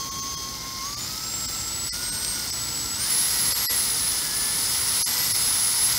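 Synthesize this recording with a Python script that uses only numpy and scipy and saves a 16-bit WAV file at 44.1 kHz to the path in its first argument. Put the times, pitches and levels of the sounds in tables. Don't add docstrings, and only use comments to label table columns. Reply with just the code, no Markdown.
import sys
import numpy as np
from scipy import signal
from scipy.fft import rfft, irfft, next_fast_len
from scipy.io import wavfile
from scipy.ndimage import uniform_filter1d, map_coordinates

SR = 44100
rng = np.random.default_rng(int(sys.argv[2]) if len(sys.argv) > 2 else 0)


def decibels_to_gain(level_db):
    exponent = np.asarray(level_db, float) / 20
    return 10 ** exponent


def materialize(psi):
    bounded = np.clip(np.atleast_2d(psi).T, -1, 1)
    quanta = np.round(bounded * 32767).astype(np.int16)
    wavfile.write(sys.argv[1], SR, quanta)


N = 263718


def unit(x):
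    return x / np.sqrt(np.mean(x ** 2) + 1e-20)


def wobble(rate):
    knots = rng.standard_normal(int(N * rate / SR) + 4)
    return map_coordinates(knots, [np.arange(N) * rate / SR])


def filtered(x, response):
    m = next_fast_len(N + 8192)
    return irfft(rfft(x, m) * response(np.fft.rfftfreq(m, 1 / SR)), m)[:N]


def coloured(spectrum):
    f, db = np.transpose(spectrum)
    return lambda hz: decibels_to_gain(np.interp(np.log(hz + 1), np.log(f + 1), db))


def resonant(modes):
    def response(hz):
        total = 0
        for k, (centre, width, db) in enumerate(modes):
            damping = 1j * hz * width
            total = total + (-1) ** k * decibels_to_gain(db) * damping / (centre ** 2 - hz ** 2 + damping)
        return total
    return response


def bumps(rows, x):
    return sum(height * np.exp(-(2 * (x - centre) / width) ** 2) for centre, width, height in rows)


SWITCH_OFF_S, SWITCH_FADE_S = 0.529, 0.09


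def switching():
    return np.clip((SWITCH_OFF_S - np.arange(N) / SR) / SWITCH_FADE_S, 0, 1)


SLOW_HZ, FULL_PUSH_HZ_PER_S = 272, 500


def level(law, speed_hz):
    slow_db, grows_db, chop_db, push_db = law
    climb = uniform_filter1d(np.gradient(speed_hz) * SR, size=SR // 8)
    push = np.clip(climb / FULL_PUSH_HZ_PER_S, -1, 1)
    return slow_db + grows_db * np.log2(speed_hz / SLOW_HZ) + chop_db * switching() + push_db * push


# [start_s, shaft_turns_hz]
TRIGGER = [(0.0, 272.2), (0.819, 266), (1.103, 331.2), (1.678, 332.3), (2.302, 383.5), (2.629, 333.6),
           (2.973, 345.2), (3.106, 474.8), (3.703, 498.8), (3.907, 455.3), (4.311, 419.1), (4.839, 457.9),
           (4.91, 437.3), (4.961, 463.2), (5.235, 490.7), (5.464, 470.4), (5.792, 465.2), (5.955, 491.3)]
# [centre_s, change_hz, length_s]
TWITCHES = [(0.302, 3.5, 0.232), (0.514, 4.5, 0.07), (0.606, -6, 0.063), (0.872, 4.5, 0.0592),
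            (0.963, -4, 0.049), (1.117, -11.5, 0.27), (1.737, 4, 0.08), (1.849, -5, 0.1),
            (2.328, -14.0, 0.338), (2.428, 4, 0.0789), (2.636, 7, 0.13), (2.892, -6.3, 0.08),
            (3.051, -14.0, 0.04), (3.104, -6.5, 0.039), (3.232, -7, 0.09), (3.447, -9.5, 0.13),
            (3.669, -5, 0.12), (3.783, -9.5, 0.0906), (3.858, -9.5, 0.05), (4.017, -5.5, 0.05),
            (4.069, 4.5, 0.04), (4.143, -9, 0.0578), (4.171, 8.5, 0.11), (4.378, 10, 0.08),
            (4.533, -3.5, 0.041), (4.665, 7.1, 0.336), (5.093, 14.0, 0.31), (5.79, 5.1, 0.05)]


def speed():
    t = np.arange(N) / SR
    start_s, shaft_hz = np.transpose(TRIGGER)
    trigger_hz = np.interp(t, start_s, shaft_hz)
    inertia_s = 0.03
    slips = bumps([(s, length, hz) for s, hz, length in TWITCHES], t)
    return uniform_filter1d(trigger_hz, size=round(inertia_s * SR), mode="nearest") + slips


# [pitch_hz, width_hz, level_db]
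FAN_NULLS = [(6067, 230, -6), (6730, 346, -7), (7345, 280, -12.5), (8190, 278, -11), (8987, 410, -3.5),
             (9656, 640, -7.5), (10471, 648, -4.5), (11323, 465, -10.5)]
# [pitch_hz, width_hz, level_db]
SHELL = [(940, 37.2, 11), (1082, 216, 16), (1174, 61, 7.5), (1300, 99, 7), (1435.6, 104.7, 5),
         (1593, 170, 4), (1722, 130, 2.5), (1850, 204, -11), (1921, 70, 3), (2097, 170, 14),
         (3699.2, 280, 8.5), (4240, 300, 4), (5054, 400, 6), (5830, 600, 12)]
ORDER_COUNTS = (1, 2, 8, 12, 16, 22, 46)
# [slow_db, per_doubling_db, switching_db, full_push_db]
ORDER_LAWS = [(-68.5, 17.5, 3, 0), (-80, 21, -2, -1.5), (-62, 10.5, -19, 9), (-57, -9.5, 11.5, -2),
              (-53.5, -5, 5.5, 2), (-67.5, 22, -10, .3), (-54.5, 21, -3, -3.7)]
FAN_BLADES, POLES = 23, 4
FAN_LAW, POLE_LAW = (-39.5, 21, 3, -0.7), (-57.5, 17.5, 1.5, 0.5)


def whine(turns, speed_hz):
    fan_db = level(FAN_LAW, speed_hz) + bumps(FAN_NULLS, FAN_BLADES * speed_hz)
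    pole_db = level(POLE_LAW, speed_hz) + bumps(SHELL, POLES * speed_hz)
    jitter = 0.007 * wobble(60)

    def tone(per_turn, db):
        return np.sqrt(2) * decibels_to_gain(db) * np.sin(2 * np.pi * per_turn * (turns + jitter))

    fan = tone(FAN_BLADES, fan_db - 0.2 + 1.0 * wobble(14) + 1.3 * wobble(35))
    poles = tone(POLES, pole_db - 0.2 + 1.5 * wobble(12) + 1.7 * wobble(30))
    lesser = 0
    for count, law in zip(ORDER_COUNTS, ORDER_LAWS):
        order_db = level(law, speed_hz) + bumps(SHELL, count * speed_hz)
        lesser = lesser + tone(count, order_db - 1.2 + 2.6 * wobble(22))
    return fan + poles + lesser


# [pitch_hz, level_db]
SWITCHING = [(6800, -49.5), (14700, -49)]


def controller():
    t = np.arange(N) / SR
    linger_db, linger_end_s = -7, 0.895
    linger = decibels_to_gain(linger_db) * np.clip((linger_end_s - t) / SWITCH_FADE_S, 0, 1)
    tones = 0
    for hz, db in SWITCHING:
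        strength = decibels_to_gain(db + 0.5 + 2.8 * wobble(19))
        tones = tones + strength * np.sin(2 * np.pi * hz * t + 0.66 * wobble(40))
    return np.maximum(switching(), linger) * tones


def knocks(turns, per_turn, spread_db):
    contacts = turns * per_turn
    strength = decibels_to_gain(spread_db * rng.standard_normal(N))[contacts.astype(int)]
    return strength * np.exp(-2.2 * (contacts % 1))


# [pitch_hz, width_hz, level_db]
HOUSING = [(4424.7, 610, -7), (5212.4, 289.0, -1.0), (5580, 184.0, -2.0), (6205, 940, -6.5)]
# [pitch_hz, width_hz, level_db]
GEARBOX = [(980, 345, -3), (1327, 226, -1.5), (2045, 640, -4), (3093, 196, 0.5), (3802, 514, -0.5)]
RATTLE_LAW, GROWL_LAW = (-36, 8.5, -0.5, 0.6), (-48.5, 10, -0.5, 0.2)


def gears(turns, speed_hz, chuck):
    contact = knocks(turns, per_turn=1.7, spread_db=1.5)
    sharp = contact ** 1.1 * rng.standard_normal(N)
    blunt = contact ** 0.6 * rng.standard_normal(N)
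    rattle_db = level(RATTLE_LAW, speed_hz) - 0.32 + 0.51 * chuck
    growl_db = level(GROWL_LAW, speed_hz) + 6.0 + 0.554 * chuck
    rattle = decibels_to_gain(rattle_db) * unit(filtered(sharp, resonant(HOUSING)))
    growl = decibels_to_gain(growl_db) * unit(filtered(blunt, resonant(GEARBOX)))
    return rattle + growl


# [pitch_hz, level_db per Hz]
AIR = [(200, -45), (500, -23), (1500, -1), (3000, 3.5), (6000, 4), (8000, 11), (10000, 9.5), (12500, 10.5),
       (14400, 5.5), (15500, 11), (16000, 9)]
AIR_LAW = (-51.5, 18.5, 0.01, 0)


def cooling_air(speed_hz, chuck):
    hiss = filtered(rng.standard_normal(N), coloured(AIR))
    gusty = unit(hiss * decibels_to_gain(0.97 * wobble(70)))
    return decibels_to_gain(level(AIR_LAW, speed_hz) + 9.5 + 0.29 * chuck) * gusty


# [delay_s, gain]
BENCH = [(.00142, 0.2), (.00197, 0.069), (.00215, .04), (.00032, -0.099)]


def reflected(x):
    return filtered(x, lambda hz: 1 + sum(gain * np.exp(-2j * np.pi * hz * s) for s, gain in BENCH))


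def drill():
    speed_hz = speed()
    turns = np.cumsum(speed_hz) / SR
    chuck = wobble(7)
    noise = gears(turns, speed_hz, chuck) + cooling_air(speed_hz, chuck)
    return whine(turns, speed_hz) + controller() + reflected(noise)


# [pitch_hz, level_db per Hz]
ROOM = [(12, -45), (20, -40), (43, -4), (92, -4), (115, -1.5), (135, -5.5), (236, -8), (273, -8),
        (412, -14), (499, -14.5), (732, -21.5), (900, -14.5), (1170, -24), (1980, -120)]
# [pitch_hz, level_db]
MAINS = [
    (59, -54.5),
    (118, -58.5),
]


def room():
    t = np.arange(N) / SR
    hum = 0
    for hz, db in MAINS:
        strength = decibels_to_gain(db + 3 + 2.3 * wobble(4.03))
        hum = hum + strength * np.sin(2 * np.pi * hz * t + 0.44 * wobble(5))
    rumble_db = -42 + np.interp(t, [0, 1.5], [-1.2, 0]) + 1.1 * wobble(6)
    return hum + decibels_to_gain(rumble_db) * unit(filtered(rng.standard_normal(N), coloured(ROOM)))


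# [start_s, peak_db]
TICKS = [
    (1.8386, -28),
    (2.2475, -14.5),
]


def ticks():
    t = np.arange(N) / SR
    bursts = sum(decibels_to_gain(db - 60 * np.clip(t - s, 0, 1) / 0.009) * (t >= s) for s, db in TICKS)
    return bursts * unit(filtered(rng.standard_normal(N), resonant([(4315, 2200, 0)]))) * decibels_to_gain(-3.0)


def scene():
    return np.tile(drill() + room() + ticks(), (2, 1))


def local_rms(lines, size):
    return np.sqrt(np.abs(uniform_filter1d(lines ** 2, size=size, axis=1)) + 1e-12)


def slice_basis(window):
    hop = len(window) // 2
    phase = np.outer(np.arange(hop) + 0.5, np.arange(2 * hop) + 0.5 + hop / 2)
    return np.sqrt(2 / hop) * window * np.cos(np.pi / hop * phase)


def alter(x, start_s, first, basis, change):
    hop = len(basis)
    centre = first + hop * round((start_s * SR - first) / hop)
    part = x[:, centre - hop:centre + hop]
    lines = part @ basis.T
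    part += (change(lines) - lines) @ basis


# [start_s, step_db over the slice's rms]
STARVED = [(.106, 15), (.212, 12), (.361, 16.5), (.959, 15.5), (1.472, 14.5), (1.898, 14), (1.9195, 15.5),
           (2.112, 12), (2.516, 14), (3.541, 16), (3.669, 14.5), (3.6905, 14.5), (5.033, 16.5),
           (5.0545, 15), (5.332, 15)]


def starve(x):
    hop, first = 941, 890
    basis = slice_basis(signal.windows.cosine(2 * hop))
    hz = np.arange(hop) * SR / (2 * hop)
    low_middle = np.where((hz > 300) & (hz < 3900), decibels_to_gain(2.0), 1)

    def rounded(lines, db):
        rms = lines.std()
        step = decibels_to_gain(db) * rms * (local_rms(lines, size=121) / rms) ** 0.3 * low_middle
        return step * np.round(lines / step)

    for s, db in STARVED:
        alter(x, s, first, basis, lambda lines: rounded(lines, db))


# [start_s, low_hz, high_hz]
FILLED = [(.238, 9600, 11000), (.725, 8300, 10400), (1.353, 5650, 7600), (1.701, 9600, 11100),
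          (1.794, 14400, 15800), (2.189, 6250, 7600), (2.909, 4550, 5650), (2.909, 13800, 15100),
          (2.932, 4150, 5200), (2.932, 11000, 13000), (3.118, 5700, 6900), (3.118, 10300, 11700),
          (3.745, 10300, 12400), (4.65, 13050, 15150), (4.697, 4550, 6200), (4.813, 4150, 5150),
          (4.813, 6200, 7550), (5.231, 7550, 9000), (5.231, 13050, 14450), (5.44, 4650, 5650),
          (5.858, 7600, 8950)]


def fill(x):
    hop, first = 1024, 272
    basis = slice_basis(signal.windows.kaiser_bessel_derived(2 * hop, 4 * np.pi))
    hz = np.arange(hop) * SR / (2 * hop)
    for s, low_hz, high_hz in FILLED:
        noise = rng.standard_normal((2, hop))
        band = (hz > low_hz) & (hz < high_hz)
        alter(x, s, first, basis, lambda lines: np.where(band, noise * local_rms(lines, size=25), lines))


def band_limit(x):
    return signal.sosfilt(signal.butter(12, 16380, fs=SR, output="sos"), x)


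def record(dry):
    limited = [filtered(channel, lambda hz: hz < 15740) for channel in dry]
    x = np.pad(limited, ((0, 0), (0, 2048)))
    starve(x)
    fill(x)
    return band_limit(x[:, :N])


dry = scene()
out = record(dry)
materialize(out)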